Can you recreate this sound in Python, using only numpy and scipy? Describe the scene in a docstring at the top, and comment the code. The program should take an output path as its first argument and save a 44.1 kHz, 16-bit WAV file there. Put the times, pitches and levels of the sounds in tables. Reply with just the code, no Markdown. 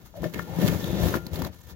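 """Sheet metal dragged under a car

A hand drags a sheet-metal panel across a garage floor, close to the microphone. The edge sticks and
slips, shaking the panel's modes, while grit crunches under it and the sheet flexes with a low rumble.
It bumps and ticks on the way; floor and underbody throw the sound back over a quiet room."""
import sys
import numpy as np
from scipy import signal
from scipy.fft import rfft, irfft
from scipy.io import wavfile
from scipy.ndimage import uniform_filter1d

SR = 44100
rng = np.random.default_rng(int(sys.argv[2]) if len(sys.argv) > 2 else 0)


def put_to_file(sound):
    """Save the sound as 16-bit audio at rate SR, in the file named by the first command-line argument."""
    columns = np.atleast_2d(sound).T  # one column per channel
    safe = np.clip(columns, -1, 1)
    whole_steps = np.round(safe * 32767)
    wavfile.write(sys.argv[1], SR, whole_steps.astype(np.int16))


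N = 77175
T = np.arange(N) / SR
RING_T = T[:16384]  # time axis of the impulse responses
FREQS = np.linspace(1, SR / 2, len(RING_T) // 2 + 1)
THUD_WIDTH_OCT = 0.65
BLOW_GAIN = np.sqrt(0.0051 * SR)  # a hit carries the energy of its level held for 5.1 ms

# bright colour of grit and ticks (frequency [Hz], level [dB])
GRIT_SPECTRUM = [(200, -55), (800, 11), (1800, 3.5), (2400, -1), (3500, 3.5), (5300, -1.5), (7000, 0),
                 (8200, -9), (10500, -2), (12500, 4.5), (15500, 2.5)]


def amp(db):
    """Gain from dB."""
    return 10 ** (np.asarray(db) / 20)


def unit(x):
    """Scale to an energy of one."""
    return x / np.sqrt(np.sum(x ** 2))


def curve(points):
    """Gain over time from (time [s], level [dB]) points."""
    return amp(np.interp(T, *np.array(points).T))


def gains(points):
    """EQ curve from (frequency [Hz], level [dB]) points."""
    hz, db = np.array(points).T
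    return amp(np.interp(np.log(FREQS), np.log(hz), db))


def band(hz, octaves):
    """EQ curve with one hump."""
    return 1 / (1 + (np.log2(FREQS / hz) / octaves) ** 2 / 2) ** 2 + 1e-5


def causal(gain):
    """Minimum-phase impulse response of an EQ curve."""
    cepstrum = irfft(np.log(gain))
    half = len(cepstrum) // 2
    cepstrum[1:half] *= 2
    cepstrum[half + 1:] = 0
    return irfft(np.exp(rfft(cepstrum)))


def through(x, response):
    """Pass a sound, mono or stereo, through an impulse response."""
    return signal.fftconvolve(x, response if x.ndim == 1 else response[None], axes=-1)[..., :x.shape[-1]]


def fade(t60):
    """Decay by 60 dB in t60 seconds."""
    return np.exp(-np.log(1000) * RING_T / t60)


def burst(t60):
    """Dying noise with an even spectrum and an energy of one."""
    x = rng.standard_normal(len(RING_T)) * fade(t60)
    for _ in range(2):
        spectrum = rfft(x)
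        x = irfft(spectrum / (np.abs(spectrum) + 1e-12)) * fade(t60 * 2)
    return unit(x)


def add(track, start, sound, pan_db=0):
    """Lay a sound into a stereo track; positive pan is left."""
    i = int(max(start, 0) * SR)
    track[:, i:i + len(sound)] += amp(np.array([[pan_db], [-pan_db]]) / 2) * sound[:max(N - i, 0)]


def pulses(times, spread_db):
    """Clicks of uneven size at these times, rms one."""
    size = amp(spread_db * np.clip(rng.standard_normal(len(times)), -2, 2))
    return unit(np.bincount((times * SR).astype(int), size, N)[:N]) * np.sqrt(N)


def room_tone():
    """The quiet garage: a bed of noise, mostly bass."""
    # colour of the room (frequency [Hz], level [dB])
    spectrum = [(25, 11), (70, 12.5), (160, -22), (400, -36.5), (570, -38), (1200, -33.5), (3000, -44.5),
                (6700, -40.5), (8500, -66), (15500, -69)]
    return amp(-55) * through(rng.standard_normal(N), unit(causal(gains(spectrum))))


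def sheet_flex():
    """The sheet flexes with swells of low rumble."""
    # colour of the rumble (frequency [Hz], level [dB])
    spectrum = [(20, -33), (38, -14.5), (55, -11.5), (72, 5), (105, -0.5), (140, -11.5), (300, -33),
                (1000, -89)]
    # flexing of the sheet (time [s], level [dB])
    swells = [(0, -57), (.03, -50), (.08, -68.5), (.15, -55), (.21, -38), (.3, -62), (.39, -41.5),
              (.46, -57), (.53, -38.5), (.59, -49), (.64, -38.5), (.75, -31.5), (.83, -46), (.9, -33),
              (.97, -36.5), (1.055, -22), (1.11, -40), (1.16, -35.5), (1.23, -46), (1.3, -49),
              (1.335, -30.5), (1.37, -51), (1.41, -33.5), (1.5, -44), (1.55, -55), (1.75, -46.5)]
    rumble = through(rng.standard_normal(N), unit(causal(gains(spectrum))))
    rms = np.sqrt(uniform_filter1d(rumble ** 2, size=2200) + 1e-9)
    return rumble / rms * curve(swells)


def panel_modes():
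    """The metal's resonances as an EQ curve: narrow peaks on a flat base."""
    # modes of the panel (frequency [Hz], height above the dead ring [dB], t60 [s])
    resonances = [(109, 5.5, 0.05), (169.7, 11, 0.26), (195.6, 4.5, 0.22), (260, 1.5, 0.13),
                  (317.3, 6.5, 0.12), (347.7, 11, 0.24), (500.4, 5, 0.047), (610, 5, 0.27),
                  (727, 4.5, 0.17), (980, 3.5, .1), (1257, 4, 0.21), (1401, 9.5, 0.43), (1776, 10, 0.049),
                  (2157, 9.5, 0.11)]
    peaks = sum((amp(db) ** 2 - 1) / (1 + ((FREQS - hz) * 2 * np.pi * t60 / np.log(1000)) ** 2)
                for hz, db, t60 in resonances)
    return np.sqrt(np.maximum(1 + peaks, .1))


def judder(per_s=110, depth_db=2.5):
    """Quick random changes of contact force, as a gain."""
    steps = rng.standard_normal(int(per_s * T[-1]) + 2)
    return amp(depth_db * np.interp(T * per_s, np.arange(len(steps)), steps))


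def grit_crunch(modes, grains_per_s=1300, hiss_db=4.5):
    """Grit crunches under the edge: dense clicks and hiss ring through the panel."""
    # strength of the crunch (time [s], level [dB])
    crunch = [(0, -62.5), (.045, -63.5), (.06, -50), (.1, -65), (.14, -65), (.17, -52.5), (.21, -61.5),
              (.245, -47), (.32, -56.5), (.41, -48), (.46, -55.5), (.55, -49), (.62, -39.5), (.685, -40),
              (.715, -44.5), (.74, -41.5), (.785, -45.5), (.845, -43), (.92, -45), (1.01, -41),
              (1.06, -36.5), (1.115, -40.5), (1.16, -37), (1.195, -55), (1.245, -54), (1.31, -58.5),
              (1.34, -43.5), (1.38, -48), (1.465, -46), (1.505, -66), (1.535, -54.5), (1.58, -60.5),
              (1.655, -59.5), (1.705, -47.5), (1.75, -69)]
    grains = pulses(np.cumsum(rng.exponential(size=8000)) / grains_per_s, spread_db=6.5)
    grains = grains - grains.mean() + amp(hiss_db) * rng.standard_normal(N)
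    force = grains / np.std(grains) * judder() * curve(crunch)
    return through(force, unit(causal(modes * gains(GRIT_SPECTRUM))))


def grain_snaps(modes, tick_db=6):
    """Single grains snap under the edge: a short high ring over a thud in the panel."""
    # snapping grains (time [s], level [dB], ring [Hz], thud [dB])
    snaps = [(.842, -38, 3430, -33.5), (1.266, -40, 4200, -31), (1.357, -38.5, 4050, -47),
             (1.419, -45, 4500, -41), (1.448, -38, 4020, -39), (1.615, -55.5, 6750, -71)]
    out = np.zeros((2, N))
    tick = unit(causal(gains(GRIT_SPECTRUM)))
    thud = unit(causal(modes * band(hz=190, octaves=THUD_WIDTH_OCT)))
    for start, db, hz, thud_db in snaps:
        ping = unit(causal(band(hz, octaves=0.29)))
        crack = through(unit(ping + amp(tick_db) * tick), burst(t60=0.036))
        add(out, start, amp(db) * crack + amp(thud_db) * thud)
    return out * BLOW_GAIN


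def panel_bumps(modes):
    """The panel bumps along: each hit layers a soft thud, a rattling clank and a tick."""
    # hits (time [s], thud [dB], thud [Hz], clank [dB], clank [Hz], tick [dB], left over right [dB])
    bumps = [(.141, -50, 303, -46.5, 600, -79, 4.5), (0.22, -31, 204, -65.5, 1660, -51, -8),
             (.231, -35.5, 295, -31.5, 580, -68, 3.5), (.2405, -27, 314, -37, 1570, -42, 4),
             (.262, -24.5, 190, -51, 606, -62, 1), (0.3373, -58, 300, -42, 1930, -46, -8),
             (0.3426, -35, 338, -40, 2150, -40.5, -2), (0.3914, -31, 246, -32, 1250, -43, 3.5),
             (0.535, -33, 183, -39.5, 650, -60, -1), (0.587, -19, 218, -41, 400, -52, -3),
             (0.623, -22.5, 234, -37, 520, -43, -3), (.632, -19.5, 190, -33, 454, -51, 5),
             (.642, -14, 160, -42, 390, -59, 7), (0.662, -25.5, 297, -49, 1390, -35.5, -2),
             (0.67, -29, 180, -58, 1980, -34.5, -7), (0.678, -37, 224, -35, 3240, -31.5, -4),
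             (0.6832, -21, 252, -33.5, 1670, -34, -3.5), (.72, -27.5, 204, -43.5, 1800, -45, -5),
             (0.735, -41, 334, -41.5, 1370, -47, -2), (.93, -26, 169, -41, 510, -53, 2),
             (1.033, -26, 139, -29, 507, -40, 8), (1.057, -23.5, 160, -30.5, 490, -41, 7),
             (1.084, -29, 248, -40, 603, -34.5, 3.5), (1.14, -28.5, 297, -28, 1160, -47, 6.5),
             (1.152, -24, 290, -35, 1300, -43, 3.5), (1.17, -27.5, 297, -40, 1380, -49, -2.5),
             (1.333, -36, 132, -37.5, 544, -43.5, -5), (1.391, -27, 201, -38, 555, -42.5, 1),
             (1.419, -29, 250, -36.5, 890, -37.5, 2), (1.446, -33, 221, -39.5, 980, -50, 5),
             (1.467, -33, 254, -40.5, 695, -46, -4)]
    out = np.zeros((2, N))
    click = unit(causal(gains(GRIT_SPECTRUM)))
    for start, thud_db, thud_hz, clank_db, clank_hz, tick_db, pan_db in bumps:
        thud = unit(causal(modes * band(thud_hz, THUD_WIDTH_OCT)))
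        ring = causal(modes * band(clank_hz, octaves=0.6))
        clank = unit(through(ring, burst(t60=0.04)))
        tick = through(click, burst(t60=0.05))
        add(out, start, amp(thud_db) * thud + amp(clank_db) * clank + amp(tick_db) * tick, pan_db)
    return out * BLOW_GAIN


def stick_slip(colour, slip_hz=171.85, jitter=0.3, rub_db=5):
    """Uneven stick-slip pulses and smooth rubbing, shaped by an EQ curve; rms one."""
    gaps = np.exp(jitter * rng.standard_normal(size=800)) / slip_hz
    push = pulses(np.cumsum(gaps), spread_db=0.5) + amp(rub_db) * rng.standard_normal(N)
    x = through(push - push.mean(), causal(colour))
    return x / np.sqrt(uniform_filter1d(x ** 2, size=2600) + 1e-12)


def edge_groans(modes, ramp_s=0.011):
    """For short stretches the slips drive one narrow band of the panel."""
    # groans and rasps of the edge (start [s], length [s], level [dB], centre [Hz])
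    groans = [(0.144, 0.049, -43, 610), (0.226, 0.043, -36, 594), (.345, 0.065, -49.5, 1890),
              (0.469, 0.132, -48, 828), (0.809, 0.29, -52.5, 3560)]
    out = np.zeros(N)
    push = stick_slip(np.ones(len(FREQS)))
    for start, length, db, hz in groans:
        gate = np.clip(np.minimum(T - start, start + length - T) / ramp_s, 0, 1)
        groan = through(push * gate, causal(modes * band(hz, octaves=0.17)))
        out += amp(db) * unit(groan) * np.sqrt(length * SR)
    return out


def edge_scrape(modes):
    """The slipping edge shakes the whole panel, louder as the hand drags harder."""
    # drag force on the panel (time [s], level [dB])
    drag = [(0, -51), (.12, -60.5), (.2, -39.5), (.26, -31), (.315, -51.5), (.36, -32), (.46, -40.5),
            (.56, -33), (.62, -23.5), (.69, -25), (.745, -27), (.78, -34), (.95, -28.5), (1.055, -24.5),
            (1.115, -30.5), (1.165, -28.5), (1.2, -42.5), (1.31, -42.5), (1.34, -35), (1.41, -31.5),
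            (1.475, -35.5), (1.52, -51), (1.63, -58), (1.7, -50), (1.75, -48)]
    # dead ring of the sheet (frequency [Hz], level [dB])
    dead_ring = [(40, -35), (100, -8.5), (170, 2), (270, -1.5), (350, -5), (430, -7.5), (560, -6.5),
                 (720, -14.5), (1200, -25.5), (1800, -26.5), (2400, -27), (3300, -29.5), (6000, -43),
                 (16000, -80)]
    return stick_slip(modes * gains(dead_ring)) * curve(drag)


def sources(modes):
    """All layers in stereo, with fresh noise on each call."""
    dragging = edge_scrape(modes) + edge_groans(modes) + grit_crunch(modes) + sheet_flex()
    return dragging + panel_bumps(modes) + grain_snaps(modes) + room_tone()


def scene():
    """Direct sound, diffuse scatter between floor and underbody, and a short garage reverb."""
    # stereo image, bass to the left (frequency [Hz], left over right [dB])
    balance = [(60, 14), (120, 13), (200, 13.5), (380, 1.5), (700, 3), (1300, 13), (2400, -4.5),
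               (4400, 1.5), (8100, -16.5), (15000, 3)]
    # colour of the scatter (frequency [Hz], scattered over direct [dB])
    scatter = [(60, -33), (200, -12.5), (400, -14.5), (700, -1.5), (1400, -2), (3200, 0), (6800, 2.5),
               (10000, -17), (15000, -7)]
    modes = panel_modes()
    direct = sources(modes)
    diffuse = through(sources(modes), burst(t60=0.018))
    side = through(diffuse, causal(gains(scatter)))
    lean = gains(balance)
    left = through(direct[0] + side[0], causal(2 * lean / (1 + lean)))
    right = through(direct[1] - side[1], causal(2 / (1 + lean)))
    return np.array([x + amp(-16) * through(x, burst(t60=0.25)) for x in (left, right)])


def record(dry, low_cut_hz=42, high_cut_hz=15850):
    """Filters trim the deepest bass and the very top."""
    x = signal.sosfilt(signal.butter(2, low_cut_hz, "high", fs=SR, output="sos"), dry)
    return signal.sosfilt(signal.ellip(10, .2, 80, high_cut_hz, fs=SR, output="sos"), x)


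dry = scene()
out = record(dry)
put_to_file(out)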